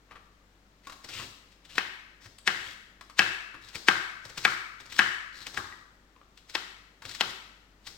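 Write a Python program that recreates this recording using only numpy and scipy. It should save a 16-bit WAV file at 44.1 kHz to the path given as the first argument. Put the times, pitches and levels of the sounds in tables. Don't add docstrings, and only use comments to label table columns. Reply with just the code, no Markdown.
import sys
import numpy as np
from scipy import signal
from scipy.fft import rfft, irfft
from scipy.io import wavfile

SR = 44100
rng = np.random.default_rng(int(sys.argv[2]) if len(sys.argv) > 2 else 0)


def int16_out(signal):
    q = np.round(np.clip(np.atleast_2d(signal).T, -1, 1) * 32767)
    wavfile.write(sys.argv[1], SR, q.astype(np.int16))


N = 351477

# (frequency [Hz], level [dB])
AIR_SPECTRUM = [(25, -11), (50, -19), (75, -12.5), (110, -17.5), (170, -11.5), (300, -14.5), (700, -19.5),
                (1400, -20.5), (4000, -29), (8000, -34), (9200, -42), (16000, -40.5)]
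# (harmonic number, level [dB])
HUM_HARMONICS = [(1, -65.5), (2, -77.5), (4, -81), (6, -79)]
# (time [s], level [dB])
BUMP_EVENTS = [(0.111, -49.5), (0.155, -51), (1.198, -44.5), (3.543, -48)]
# (start [s], duration [s], level [dB], rib pitch [Hz])
SLICE_EVENTS = [(0.825, .04, -62, 1900), (1.085, 0.16, -45.5, 2670), (1.685, 0.11, -51.5, 2850),
                (2.203, 0.06, -56, 5400), (2.502, 0.23, -52, 3220), (3.603, 0.071, -57, 3870),
                (4.398, 0.14, -48.5, 4330), (4.888, 0.063, -47.5, 3550), (5.322, 0.11, -50.5, 4136),
                (7.052, 0.103, -52.5, 3730), (7.253, 0.063, -47, 3300), (7.853, 0.019, -50, 4700)]
# (time [s], level [dB])
TICK_EVENTS = [(0.87, -41), (0.897, -43.5), (0.922, -43), (3.01, -45), (3.098, -48), (7.02, -44.5)]
# (time [s], level [dB], thickness [0 thin leaf to 1 thick rib])
SNAP_EVENTS = [(1.045, -43.5, 0.71), (1.091, -41.5, 0.6), (1.135, -40.5, 0), (1.165, -43, .2),
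               (1.198, -43.5, 0), (1.224, -45.5, 0.92), (1.521, -58, 0), (1.653, -51.5, 0.3),
               (1.757, -43, 0.7), (2.259, -55, 0.99), (3.687, -46.5, 0), (3.752, -33.5, 0.58),
               (4.252, -43, 0.7), (4.297, -45.5, 0.78), (4.377, -32.5, 0.49), (4.804, -47, 0.62),
               (4.86, -49.5, 0.66), (4.923, -39.5, 0.1), (4.963, -38.5, 0.26), (5.468, -36.5, 0.57),
               (5.543, -42.5, 0.66), (5.576, -37, 0.78), (6.376, -51.5, 0.2), (6.497, -44, .15),
               (7.053, -40, 0.68), (7.092, -40, 0.1), (7.113, -41.5, 0.1), (7.149, -38.5, 0.06),
               (7.873, -38.5, 0.42)]
# (time [s], knock [dB], thud [dB], edge click [dB], last leaves [dB],
# spot brightness [frequency ratio], lower resonance [Hz], upper resonance [Hz], upper boost [dB])
CHOP_EVENTS = [(1.781, -14, -41.5, -21.5, -28, 0.97, 1950, 2726, 3),
               (2.4762, -10, -32.5, -21, -19.5, 1.04, 1980, 2870, 3.1),
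               (3.1921, -6, -27.5, -16.5, -16.5, 1.02, 1640, 2627, 5),
               (3.8847, -3.5, -28, -16, -17, 0.94, 1490, 2220, 1.7),
               (4.4512, -6, -32, -20.5, -20, .97, 1360, 2250, 3.3),
               (4.9917, -3, -30, -19.5, -17, 0.99, 1800, 2940, 4.9),
               (5.5745, -17, -43.5, -48, -28.5, 0.84, 1350, 1930, 2.3),
               (6.552, -21.5, -45.5, -23.5, -24.5, 1.09, 1340, 1920, 6.6),
               (7.209, -19, -36, -18.5, -23, 1.11, 1350, 1880, 6.3)]
# (time [s], level [dB], pitch [Hz], t60 [s])
TAP_EVENTS = [(5.655, -44.5, 1220, 0.053), (5.719, -46, 1224, 0.082), (5.725, -41, 1922, 0.071),
              (6.163, -51.5, 1030, 0.044), (6.214, -51.5, 1190, 0.046)]
# (frequency [Hz], level [dB], t60 [s])
KNOCK_PARTIALS = [(106.6, -21, 0.41), (153, -20.5, 0.12), (205, -13.5, 0.13), (330, -3.5, 0.066),
                  (484, -18.5, 0.089), (620, -25.5, 0.012), (764, 1.5, 0.023), (865, -4.5, 0.065),
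                  (1290, -26.5, 0.068), (1585, 4, 0.018), (1600, -7, 0.043), (1760, -20, 0.06),
                  (1979, -7, 0.025), (2248, 1.5, 0.017), (2582, -0.5, 0.016), (2952, -4, 0.011),
                  (3875, -18, 0.0084), (5140, -22.5, .008)]
# (frequency [Hz], level [dB])
HOLLOW_SPECTRUM = [(80, -10), (300, -9), (700, -10.5), (1100, -7), (1700, -6), (2600, -9), (12000, -46.5)]
PUSH_SPECTRUM = [(40, -26), (72, -5), (105, 1.5), (160, -9.5), (300, -11), (600, -14.5), (3000, -48.5)]
CRACK_SPECTRUM = [(80, -47), (1000, -7.5), (2000, -1.5), (3600, -2.5), (5500, -6), (6600, -9), (8000, -8.5),
                  (9200, -19.5), (15000, -21)]
CLICK_SPECTRUM = [(100, -17), (380, 4), (560, -3), (900, 7.5), (2100, 0), (3100, 7), (5500, -3.5),
                  (8000, -19), (9200, -16.5), (15000, -14.5)]
# (frequency [Hz], level [dB])
KNOCK_RADIATION = [(100, -13), (700, -30), (1000, -6), (1330, 4.5), (1700, 1.5), (2400, -6.5),
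                   (3100, -15.5), (6000, -27), (15000, -50.5)]
THUD_RADIATION = [(60, -7.5), (160, 4.5), (330, 4), (560, 10.5), (820, -7.5), (2000, -19.5), (8000, -44.5)]
# (delay [s], left gain, right gain)
REFLECTIONS = [(0.012, 0.21, 0.08), (0.017, 0.21, 0.055), (0.0291, 0.17, 0.1)]
# (frequency [Hz], level [dB], t60 [s])
REVERB_BANDS = [(100, -0.5, 0.63), (310, 5, 0.53), (674, 0.5, 0.68), (1360, -2, 0.88), (2330, -4.5, 0.93),
                (3900, 1, 0.74), (8000, 0, 0.73), (15200, 1.5, 0.75)]
# (frequency [Hz], left minus right [dB])
PORT_BALANCE = [(60, 2.5), (800, 2.5), (1200, 5.5), (1700, 9), (2500, 5), (4200, 11), (8000, 4.5),
                (15000, 2.5)]
# (frequency [Hz], left lead [rad])
PORT_LEAD = [(100, 0.22), (1000, 0.37), (2300, 0.91), (16000, 1.5)]

CAVITY_HZ, CAVITY_WIDTH_HZ = 1110, 170
SPOT_WIDTH = 0.16


def undb(db):
    return 10 ** (np.asarray(db) / 20)


def along(hz, points, values):
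    return np.interp(np.log(hz + 1e-9), np.log(points), values)


def unit(x):
    return x / np.sqrt(np.mean(x ** 2))


def add(track, s, sound):
    i = max(int(s * SR), 0)
    track[..., i:i + sound.shape[-1]] += sound[..., :N - i]


def late(x, s):
    return np.concatenate([np.zeros(int(s * SR)), x])[:len(x)]


def decay(t, t60):
    return np.exp(-np.log(1000) * t / t60)


def colour(x, spectrum, size=4096):
    gain = undb(along(np.fft.rfftfreq(size, 1 / SR), *np.transpose(spectrum)))
    cepstrum = irfft(np.log(gain))
    cepstrum[1:size // 2] *= 2
    cepstrum[size // 2 + 1:] = 0
    response = irfft(np.exp(rfft(cepstrum)))
    return signal.fftconvolve(x, response / np.linalg.norm(response))[:len(x)]


def ring(x, pitch_hz, width_hz):
    return signal.lfilter(*signal.iirpeak(pitch_hz, pitch_hz / width_hz, fs=SR), x)


def resonate(x, pitch_hz, width_hz, boost_db):
    return x + (undb(boost_db) - 1) * ring(x, pitch_hz, width_hz)


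def diffuse(count, spacing_m=0.13):
    hz = np.fft.rfftfreq(count, 1 / SR)
    coherence = 0.97 * np.sinc(2 * hz * spacing_m / 343)
    mid, side = rfft(rng.standard_normal((2, count)))
    mid *= np.sqrt((1 + coherence) / 2)
    side *= np.sqrt((1 - coherence) / 2)
    return hz, np.array([mid + side, mid - side])


def air_and_hum(air_db=-64, hum_hz=48.7, waver=0.18):
    t = np.arange(N) / SR
    hz, noise = diffuse(N)
    air = unit(irfft(noise * undb(along(hz, *np.transpose(AIR_SPECTRUM))), N))
    wavering = 1 + waver * np.interp(t * 6, np.arange(N), rng.standard_normal(N))
    hum = sum(undb(db) * np.sqrt(2) * np.cos(2 * np.pi * order * hum_hz * t)
              for order, db in HUM_HARMONICS)
    return undb(air_db) * air + wavering * hum


def fractures(count, per_s=5000, spread_db=3):
    hit = rng.random(count) < per_s / SR
    size = undb(spread_db * np.minimum(rng.exponential(size=count), 4))
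    return unit(hit * size * rng.choice([-1, 1], count))


def avalanche(rise_s, fall_s, strain_db=-16, strain_s=0.015):
    t = np.arange(-SR // 12, SR // 8) / SR
    onset = (1 + np.tanh(t / rise_s / 2)) / 2
    strain = undb(strain_db) * np.exp(np.minimum(t, 0) / strain_s) * (1 - onset)
    envelope = onset * np.exp(-np.maximum(t, 0) / fall_s) + strain
    burst = fractures(len(t), per_s=5300, spread_db=4) * envelope
    burst *= np.linalg.norm(envelope) / envelope.max() / np.linalg.norm(burst)
    return t, onset, burst


def bumps(cavity_db=18, push_db=-18):
    force = np.zeros(N)
    for s, level in BUMP_EVENTS:
        t, _, burst = avalanche(rise_s=0.00097, fall_s=0.011)
        add(force, s + t[0], undb(level) * burst)
    cavity = undb(cavity_db) * ring(force, CAVITY_HZ, CAVITY_WIDTH_HZ)
    return colour(force, HOLLOW_SPECTRUM) + cavity + undb(push_db) * colour(force, PUSH_SPECTRUM)


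def slices(attack_s=0.016, swell_db=2.5, release_s=0.0077, layers_per_s=90, patchy_db=3):
    crack, body = np.zeros((2, N))
    count = SR // 2
    t = np.arange(count) / SR
    for start, length, level, rib_hz in SLICE_EVENTS:
        bite = np.minimum(t / attack_s, 1)
        packing = undb(swell_db * (np.minimum(t / length, 1) - 2.5))
        release = np.exp(-np.maximum(t - length, 0) / release_s)
        layers = np.interp(t * layers_per_s, np.arange(count), rng.standard_normal(count))
        cells = undb(patchy_db * layers) * fractures(count, per_s=6000, spread_db=5)
        fibres = undb(-3.5) * fractures(count, per_s=220, spread_db=2)
        crackle = undb(level) * bite * packing * release * (cells + fibres)
        add(body, start, crackle)
        add(crack, start, resonate(crackle, rib_hz, width_hz=600, boost_db=7))
    hollow = undb(-6) * colour(body, HOLLOW_SPECTRUM)
    push = undb(-13.5) * colour(body, PUSH_SPECTRUM)
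    return undb(0.5) * colour(crack, CRACK_SPECTRUM) + hollow + push


def ticks(crack_db=-2.5, hollow_db=-3, cavity_db=17, fall_s=0.0071):
    force, t = np.zeros(N), np.arange(SR // 10) / SR
    envelope = np.exp(-t / fall_s)
    for s, level in TICK_EVENTS:
        burst = fractures(len(t)) * envelope
        add(force, s, undb(level) * burst * np.linalg.norm(envelope) / np.linalg.norm(burst))
    crack = undb(crack_db) * colour(force, CRACK_SPECTRUM)
    hollow = undb(hollow_db) * colour(force, HOLLOW_SPECTRUM)
    return crack + hollow + undb(cavity_db) * ring(force, CAVITY_HZ, CAVITY_WIDTH_HZ)


def snaps(as_pulse, crack_db=2, rise_s=0.0018, fall_s=0.0071, push_s=0.013):
    crack, hollow, push = np.zeros((3, N))
    for s, level, thickness in SNAP_EVENTS:
        t, onset, burst = avalanche(rise_s, fall_s)
        if as_pulse:
            burst = np.linalg.norm(burst) * signal.unit_impulse(len(t), int(np.searchsorted(t, rise_s)))
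        rib = ring(burst, pitch_hz=rng.uniform(2200, 5800), width_hz=1100)
        nudge = rng.standard_normal(len(t)) * onset * np.exp(-t / push_s)
        add(crack, s + t[0], undb(level + crack_db) * (0.63 * burst + 0.39 * rib))
        add(hollow, s + t[0], undb(level - 19 + 22 * thickness) * burst)
        add(push, s + t[0], undb(level - 26 + 27 * thickness) * nudge)
    return colour(crack, CRACK_SPECTRUM) + colour(hollow, HOLLOW_SPECTRUM) + colour(push, PUSH_SPECTRUM)


def knock_ringing(t, detune=0.012, roll_cycles=0.45):
    hz, level, t60 = np.transpose(KNOCK_PARTIALS)[:, :, None]
    detuned_hz = hz * (1 + detune * rng.standard_normal(hz.shape))
    build = 1 - np.exp(-t * hz / roll_cycles)
    return undb(level) * np.cos(2 * np.pi * detuned_hz * t) * decay(t, t60) * build


def knock(partials, knock_db, thud_db, edge_db, spot, upper_hz, upper_db):
    hz = np.transpose(KNOCK_PARTIALS)[0]
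    drive_db = along(hz / spot, [1046, 1600, 1900, 3350], [thud_db, knock_db, knock_db, edge_db])
    drive_db += upper_db * np.exp(-(2 * (hz / upper_hz - 1) / SPOT_WIDTH) ** 2)
    signs = np.where(hz < 2000, -(-1) ** np.arange(len(hz)), -1)
    return signs * undb(drive_db + rng.standard_normal(len(hz))) @ partials


def chops(grind_s=0.002, crunch_rise_s=0.0061, crunch_fall_s=0.004):
    paths = np.zeros((4, N))
    to_phone, to_wall, board_to_room, crunch_to_room = paths
    t = np.arange(SR // 2) / SR
    impulse = signal.unit_impulse(len(t))
    boom = colour(impulse, THUD_RADIATION)
    click = colour(impulse, CLICK_SPECTRUM)
    crack = colour(impulse, CRACK_SPECTRUM)
    for s, knock_db, thud_db, edge_db, leaves_db, spot, lower_hz, upper_hz, upper_db in CHOP_EVENTS:
        partials = knock_ringing(t)
        blow = (knock_db - 2, thud_db + 6, edge_db + 2, spot, upper_hz, upper_db)
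        for path in (to_phone, to_wall):
            grind = rng.standard_normal(len(t)) * np.exp(-t / grind_s)
            add(path, s, knock(partials, *blow) + undb(edge_db + 7) * colour(grind, CLICK_SPECTRUM))
        radiated = undb(knock_db + 11.5) * colour(impulse, np.array(KNOCK_RADIATION) * [spot, 1])
        radiated += undb(thud_db + 12) * boom - undb(edge_db + 19) * click
        radiated += undb(-7) * knock(partials, *blow)
        radiated = resonate(radiated, lower_hz, SPOT_WIDTH * lower_hz, boost_db=5.5)
        add(board_to_room, s, resonate(radiated, upper_hz, SPOT_WIDTH * upper_hz, upper_db))
        since_contact = t - t.mean()
        swell = np.exp(np.minimum(since_contact / crunch_rise_s, -since_contact / crunch_fall_s))
        crunch = colour(fractures(len(t), per_s=19000, spread_db=2.5) * swell, CRACK_SPECTRUM)
        add(to_phone, s + since_contact[0], undb(leaves_db - 7) * crunch)
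        add(crunch_to_room, s, undb(leaves_db + 19) * crack)
    firm = signal.sosfilt(signal.butter(2, 80, "high", fs=SR, output="sos"), paths)
    return signal.sosfilt(signal.butter(1, 10000, fs=SR, output="sos"), firm)


def squeak(start_s=2.384, tone_db=-48, crack_db=-46, fall_s=0.0048):
    out, t = np.zeros(N), np.arange(SR // 10) / SR
    slip = fractures(len(t))
    tone = undb(tone_db) * unit(ring(slip, pitch_hz=7800, width_hz=600))
    crack = undb(crack_db) * colour(slip, CRACK_SPECTRUM)
    add(out, start_s, (tone + crack) * np.exp(-t / fall_s))
    return out


def taps(touch_s=0.0019):
    out, t = np.zeros(N), np.arange(SR // 4) / SR
    for s, level, hz, t60 in TAP_EVENTS:
        tone = np.sin(2 * np.pi * hz * t) * decay(t, t60)
        contact = colour(fractures(len(t)) * np.exp(-t / touch_s), HOLLOW_SPECTRUM)
        add(out, s, undb(level) * (tone + contact))
    return out


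def kitchen(x, wet_db=-2, build_s=0.0012):
    t = np.arange(SR) / SR
    hz, noise = diffuse(SR)
    centres, band_db, band_t60 = np.transpose(REVERB_BANDS)
    tail = np.zeros((2, SR))
    for share, db, t60 in zip(np.eye(len(centres)), band_db, band_t60):
        band = irfft(noise * along(hz, centres, share), SR)
        tail += undb(db) * band * decay(t, t60)
    tail *= 1 - np.exp(-t / build_s)
    tail *= undb(wet_db) / np.linalg.norm(tail[0])
    dulled = signal.sosfilt(signal.butter(1, 4000, fs=SR, output="sos"), x)
    early = sum(np.outer([left, right], late(dulled, s)) for s, left, right in REFLECTIONS)
    return early + signal.fftconvolve(x[None], tail, axes=1)[:, :N]


def scene(wall_delay_s=0.0043, wall_gain=0.55, right_share=0.69, leaf_room_db=1):
    to_phone, to_wall, board_to_room, crunch_to_room = chops()
    leaves = bumps() + slices() + squeak() + ticks() + taps()
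    direct = to_phone + leaves + snaps(as_pulse=False)
    echo = wall_gain * late(to_wall, wall_delay_s)
    near = np.array([direct + echo, direct + right_share * echo])
    leaves_to_room = crunch_to_room + undb(leaf_room_db) * (leaves + snaps(as_pulse=True))
    return near + kitchen(board_to_room) + kitchen(leaves_to_room) + air_and_hum()


def record(dry, ceiling=0.9, top_hz=16000):
    hz = np.fft.rfftfreq(N, 1 / SR)
    balance_db = along(hz, *np.transpose(PORT_BALANCE))
    lead_rad = along(hz, *np.transpose(PORT_LEAD))
    left = undb(balance_db / 2) * np.exp(0.5j * lead_rad)
    heard = irfft(rfft(dry) * np.array([left, 1 / left]), N)
    rounded = ceiling * np.tanh(heard / ceiling)
    return signal.sosfilt(signal.ellip(10, 0.2, 70, top_hz, fs=SR, output="sos"), rounded)


dry = scene()
out = record(dry)
int16_out(out)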